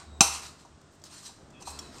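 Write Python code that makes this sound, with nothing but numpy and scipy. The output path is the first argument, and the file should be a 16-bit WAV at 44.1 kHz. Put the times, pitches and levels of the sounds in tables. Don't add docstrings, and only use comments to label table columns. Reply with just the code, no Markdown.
import sys
import numpy as np
from scipy import signal
from scipy.fft import rfft, irfft, next_fast_len
from scipy.io import wavfile
from scipy.ndimage import uniform_filter1d, map_coordinates

SR = 44100
rng = np.random.default_rng(int(sys.argv[2]) if len(sys.argv) > 2 else 0)


def generate_wav(sig):
    pcm = np.round(np.clip(np.atleast_2d(sig).T, -1, 1) * 32767).astype(np.int16)
    wavfile.write(sys.argv[1], SR, pcm)


N = 88200

# freq_hz, level_db
AIR_SPECTRUM = [(18, -55.5), (30, -26.5), (81, 0.5), (119, -7.5), (143, -9), (304, -12.5), (567, -14),
                (612, -8.5), (754, -15.5), (1240, -13.5), (2430, -23), (8250, -24.5), (15000, -70.5)]
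AIR_LEVEL_DB = -60.5
# freq_hz, level_db
RUMBLE_SPECTRUM = [(25, -10.5), (50, -4), (130, -3.5), (350, -3), (600, -10), (1400, -17), (2500, -29),
                   (6000, -50)]
# time_s, level_db
RUMBLE_LEVEL = [(0, -61.5), (.15, -55), (.6, -61), (1.0, -62.5), (1.2, -63.5), (1.35, -61.5), (1.47, -56),
                (1.62, -54), (1.85, -52), (2, -51)]
# time_s, level_db
HUM_LEVEL = [(0.0, -64.5), (0.1, -44), (0.26, -42.5), (0.62, -64), (0.66, -74), (0.72, -57.5), (0.92, -70),
             (0.98, -92.5), (1.05, -91), (1.64, -74), (1.7, -44.5), (1.84, -54), (1.87, -55), (2.0, -71)]
HUM_HZ, HUM_TRIM_DB = 74, -1
# multiple, mean_level_db
MAINS_HARMONICS = [(1, -74.5), (2, -71.5), (3, -65), (4, -71), (5, -75.5), (6, -69), (7, -74), (8, -75.5)]
MAINS_HZ = 48.8

# freq_hz, t60_s
KITCHEN_DECAY = [(200, 0.24), (1300, .58), (3700, 0.49), (9700, 0.4)]
# freq_hz, level_db
WALL_SPECTRUM = [(88, -46), (150, -17.5), (265, -6.5), (373, -5), (434, -3), (525, -12), (782, -0.5),
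                 (1020, -1), (1360, -3.5), (1740, -24), (2060, -10), (2310, -17.5), (2630, -4), (2950, -11),
                 (3570, -12.5), (3850, -8), (4930, -8), (6070, 2), (6680, -8.5), (8710, -3), (9760, -15.5),
                 (11100, -6.5), (14000, -29.5)]
TAIL_DB, ECHO_DB, TAIL_RISE_S = -7, -8, 0.0021

BOWL_HZ = [685, 795, 955, 1060, 1215, 2444, 2640, 3952, 4312, 5561, 5935, 6075, 6243, 6975, 7420, 8781]
# level_db, t60_s
BOWL_RING = [(-8, 0.063), (-5, 0.1), (-3.5, 0.068), (-6, 0.044), (-7.5, 0.035), (-10.5, .07), (-7, 0.077),
             (-11.5, .1), (-7.5, 0.048), (-4.5, .055), (-2.5, .055), (1.5, 0.031), (-3.5, .07), (-7, 0.05),
             (-1.5, 0.057), (-10, 0.15)]

# start_s, length_s, level_db, rise_s, fall_s (per 20 dB),
# brightness_db_per_octave
STROKES = [(-.03, 0.036, -49.5, .02, 0.1, -4), (.31, .04, -37, .03, 0.065, 0.5),
           (0.413, 0.047, -45, 0.017, 0.07, 1), (0.577, 0.036, -58.5, 0.0211, 0.053, -0.5),
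           (0.903, 0.049, -68, 0.024, 0.03, 8), (1.044, 0.021, -53, 0.011, 0.067, 1),
           (1.093, 0.084, -51.5, .025, 0.23, 1), (1.223, 0.045, -45.5, 0.047, 0.034, 2.5),
           (1.596, 0.031, -55, 0.017, .04, 1.5), (1.646, 0.066, -46, .03, 0.026, 4),
           (1.722, 0.12, -53, 0.013, 0.2, -1), (1.913, 0.11, -55.5, 0.034, 0.11, 0)]
# freq_hz, level_db
SCRAPE_SPECTRUM = [(290, -47), (500, -21), (734, -6), (788, -7.5), (990, -4), (1350, -4.5), (2330, -12.5),
                   (2570, -11), (3610, -11.5), (3990, -4), (6570, -9), (8370, -6), (9650, -17.5),
                   (14200, -26.5), (15000, -42)]
GRAINS_PER_S, GRAIN_SPREAD_DB, SMOOTH_DB = 2200, 2, -2
SCRAPE_RING_DB, SCRAPE_ROOM_DB, PATCHY_DB = -20, -7, 2.5

# middle_s, half_length_s, pitch_hz, level_db, second_pitch_hz, second_level_db
SQUEAKS = [(0.157, 0.17, 3800, -66.5, 7800, -70), (1.564, 0.033, 2570, -56, 3330, -62),
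           (1.68, 0.032, 2517, -53.5, 4096, -50), (1.8, 0.12, 2598, -64, 4010, -61)]
SQUEAK_WAVER = 0.024
SQUEAK_SAG_PER_S = 0.3
SQUEAK_ROUGHNESS_DB, SQUEAK_ROOM_DB = 1.8, -1

# time_s, ring_db, tick_db
SPOON_TAPS = [(.8143, -69, -58), (0.9972, -77.5, -62), (1.0176, -66, -57.5), (1.039, -62, -39),
              (1.053, -67, -50), (1.5035, -72, -56), (1.790, -41.5, -36.5), (1.7942, -43, -50)]
# freq_hz, level_db, t60_s
SPOON_MODES = [(3322, -0.5, 0.034), (4700, -11, 0.022), (5600, -7, 0.053), (5480, 6.5, 0.024),
               (5936, 1.5, 0.037), (7150, -1, 0.031)]
# freq_hz, level_db
TICK_SPECTRUM = [(200, -26.5), (900, -7), (1500, -6.5), (2200, -11), (3400, -17), (4700, 0), (8300, 0.5),
                 (9800, -17), (12500, -12.5), (15500, -25.5)]
TICK_T60_S, TAP_ROOM_DB = 0.033, -11.5

# time_s, level_db, bass_db, middle_db, treble_db, damping_factor, room_db
CLINKS = [(0.2068, -12.5, -3.5, 4.5, 2.5, 1.09, -5), (0.21, -25.5, 8.5, 8.5, -8, 1.3, -3),
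          (0.6496, -57, 8.5, -8.5, -7, 0.95, 1.5), (1.291, -57.5, 12, -6, 2, 1.2, -6),
          (1.614, -53.5, 12, -14, -4, 1.54, -11), (1.6217, -53.5, -9, 7, 3.5, 0.69, -17),
          (1.6724, -44.5, 17.5, -3, -6, 1.86, -5), (1.678, -48, 10, 0, 6, 1.4, -10),
          (1.685, -50, 4, 0, 5, 1.8, -6), (1.982, -47.5, -2, 6.5, -3.5, 2.1, -9)]
# freq_hz, level_db
CRACK_SPECTRUM = [(25, -27), (70, -10.5), (200, 2), (350, -16.5), (440, -7), (500, -18), (700, -9),
                  (1100, -1), (1450, -8), (1800, -23), (2200, -27.5), (2600, -8.5), (3300, -14),
                  (4100, -12.5), (5000, -10), (6100, -3), (7600, -9.5), (9000, -10), (9800, -26),
                  (11200, -22), (15000, -34.5)]
CRACK_DB, CRACK_T60_S, ATTACK_S = 7, 0.033, 0.0012

# freq_hz, gain_db
MIC_RESPONSE = [(60, 0), (350, 0), (500, -1.5), (650, 0.5), (1400, -0.5), (1800, -0.5), (2250, -1),
                (2600, -0.5), (3100, 1), (9000, 0), (9850, -5.5), (10700, -1.5), (13000, -1.5),
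                (15900, -2.5)]
CLIP_TOP, TOP_HZ = 0.85, 15940


def amp(db):
    return 10 ** (np.asarray(db) / 20)


def unit(x):
    return x / np.sqrt(np.mean(x ** 2) + 1e-20)


def along(points, hz):
    f, v = np.transpose(points)
    return np.interp(np.log(hz + 1), np.log(f + 1), v)


def clock():
    return np.arange(N) / SR


def curve(rows):
    return np.interp(clock(), *np.transpose(rows))


def wobble(knots_per_s):
    knots = rng.standard_normal(N // 8)
    return map_coordinates(knots, [clock() * knots_per_s + 2], mode="wrap")


def swell(middle_s, half_s):
    return np.cos(np.pi / 2 * np.clip((clock() - middle_s) / half_s, -1, 1)) ** 0.84


def filtered(x, response):
    m = next_fast_len(N + SR // 2)
    return irfft(rfft(x, m) * response(np.fft.rfftfreq(m, 1 / SR)), m)[:N]


def noise(spectrum):
    return unit(filtered(rng.standard_normal(N), lambda hz: amp(along(spectrum, hz))))


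def add(out, x, time_s):
    i = max(0, round(time_s * SR))
    out[i:] += x[:N - i]


def fading(x):
    hz, t, z = signal.stft(x, SR, nperseg=256)
    decay = amp(-60 * t / along(KITCHEN_DECAY, hz)[:, None])
    tail = signal.istft(z * decay, SR, nperseg=256)[1][:N]
    return tail * (1 - np.exp(-clock() / TAIL_RISE_S))


def kitchen(x):
    tail = fading(rng.standard_normal(N))
    return signal.fftconvolve(x, tail / np.linalg.norm(tail))[:N]


def patchy(x):
    z = signal.stft(x, nperseg=512)[2]
    field = uniform_filter1d(rng.standard_normal(z.shape), size=7, axis=0)
    field = uniform_filter1d(field, size=7, axis=1)
    return signal.istft(z * amp(PATCHY_DB * unit(field)), nperseg=512)[1][:N]


def ringing(modes, damping):
    t = clock()[:SR // 4]
    ring = np.zeros(len(t))
    for hz, db, t60_s in modes:
        envelope = amp(db + rng.normal(0, 1) - 60 * t * damping / t60_s)
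        ring += envelope * np.sin(2 * np.pi * (hz * t + rng.random()))
    return np.pad(ring, (0, N - len(t)))


def background():
    t = clock()
    air = amp(AIR_LEVEL_DB) * noise(AIR_SPECTRUM)
    rumble = amp(curve(RUMBLE_LEVEL) + 1.2 * wobble(23)) * noise(RUMBLE_SPECTRUM)
    hum = amp(curve(HUM_LEVEL) + HUM_TRIM_DB) * np.sin(2 * np.pi * HUM_HZ * t + 0.25 * wobble(3.3))
    buzz = np.zeros(N)
    for k, db in MAINS_HARMONICS:
        buzz += amp(db + 3 * wobble(17)) * np.sin(2 * np.pi * k * MAINS_HZ * t + 0.6 * wobble(7))
    return air + rumble + hum + buzz


def bowl_response(hz):
    total = 0
    for mode_hz, (_, t60_s) in zip(BOWL_HZ, BOWL_RING):
        width_hz = np.log(1000) / np.pi / t60_s
        total = total + 1j * hz / (mode_hz ** 2 - hz ** 2 + 1j * hz * width_hz)
    return total


def stirring():
    t, dry = clock(), np.zeros(N)
    hits = rng.random(N) < GRAINS_PER_S / SR
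    slips = hits * rng.choice([-1, 1], N) * amp(GRAIN_SPREAD_DB * rng.standard_normal(N))
    grains = unit(slips) + amp(SMOOTH_DB) * rng.standard_normal(N)
    rub = unit(filtered(grains, lambda hz: amp(along(SCRAPE_SPECTRUM, hz))))
    texture = patchy(rub + amp(SCRAPE_RING_DB) * unit(filtered(rub, bowl_response)))
    for start_s, length_s, db, rise_s, fall_s, bright_db in STROKES:
        rise = np.clip((t - start_s) / rise_s, 0, 1)
        fall_db = 20 * np.maximum(t - start_s - length_s, 0) / fall_s
        stroke = unit(filtered(texture, lambda hz: amp(bright_db * np.log2(hz + 500))))
        dry += rise * amp(db - fall_db) * stroke
    return dry + amp(SCRAPE_ROOM_DB) * kitchen(dry)


def squeaks():
    out = np.zeros(N)
    for middle_s, half_s, hz, db, second_hz, second_db in SQUEAKS:
        pitch = 1 - SQUEAK_SAG_PER_S * (clock() - middle_s) + SQUEAK_WAVER * wobble(500)
        phase = 2 * np.pi * np.cumsum(pitch) / SR
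        tones = amp(db) * np.sin(hz * phase) + amp(second_db) * np.sin(second_hz * phase)
        out += swell(middle_s, half_s) * amp(SQUEAK_ROUGHNESS_DB * wobble(120)) * tones
    return out + amp(SQUEAK_ROOM_DB) * kitchen(out)


def taps():
    out = np.zeros(N)
    for time_s, ring_db, tick_db in SPOON_TAPS:
        ring = amp(ring_db) * ringing(SPOON_MODES, 1)
        tick = amp(tick_db - 60 * clock() / TICK_T60_S) * noise(TICK_SPECTRUM)
        add(out, ring + tick, time_s)
    return out + amp(TAP_ROOM_DB) * kitchen(out)


def clinks():
    out, t = np.zeros(N), clock()
    attack = 1 - np.exp(-t / ATTACK_S)
    for time_s, db, bass_db, middle_db, treble_db, damping, room_db in CLINKS:
        colour = [(300, 0.00033), (700, bass_db), (1000, bass_db),
                  (1500, middle_db), (2600, middle_db), (6500, treble_db)]
        tone = lambda hz: amp(along(colour, hz))
        modes = [(hz, mode_db + along(colour, hz), t60_s)
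                 for hz, (mode_db, t60_s) in zip(BOWL_HZ, BOWL_RING)]
        ring = ringing(modes, damping)
        crack = amp(CRACK_DB - 60 * t * damping / CRACK_T60_S) * filtered(noise(CRACK_SPECTRUM), tone)
        tail = amp(TAIL_DB) * fading(filtered(noise(WALL_SPECTRUM), tone))
        room = tail + amp(ECHO_DB) * kitchen(ring)
        add(out, amp(db) * ((ring + crack) * attack + amp(room_db) * room), time_s)
    return out


def scene():
    return (background() + stirring() + squeaks() + taps() + clinks())[None]


def causal(gain):
    c = irfft(np.log(gain))
    half = len(c) // 2
    return np.exp(rfft(np.concatenate([c[:1], 2 * c[1:half], np.zeros(half)])))


def record(dry):
    x = dry[0] / (1 + (dry[0] / CLIP_TOP) ** 4) ** (1 / 4)
    return filtered(x, lambda hz: causal(amp(along(MIC_RESPONSE, hz))) * (hz < TOP_HZ))[None]


dry = scene()
out = record(dry)
generate_wav(out)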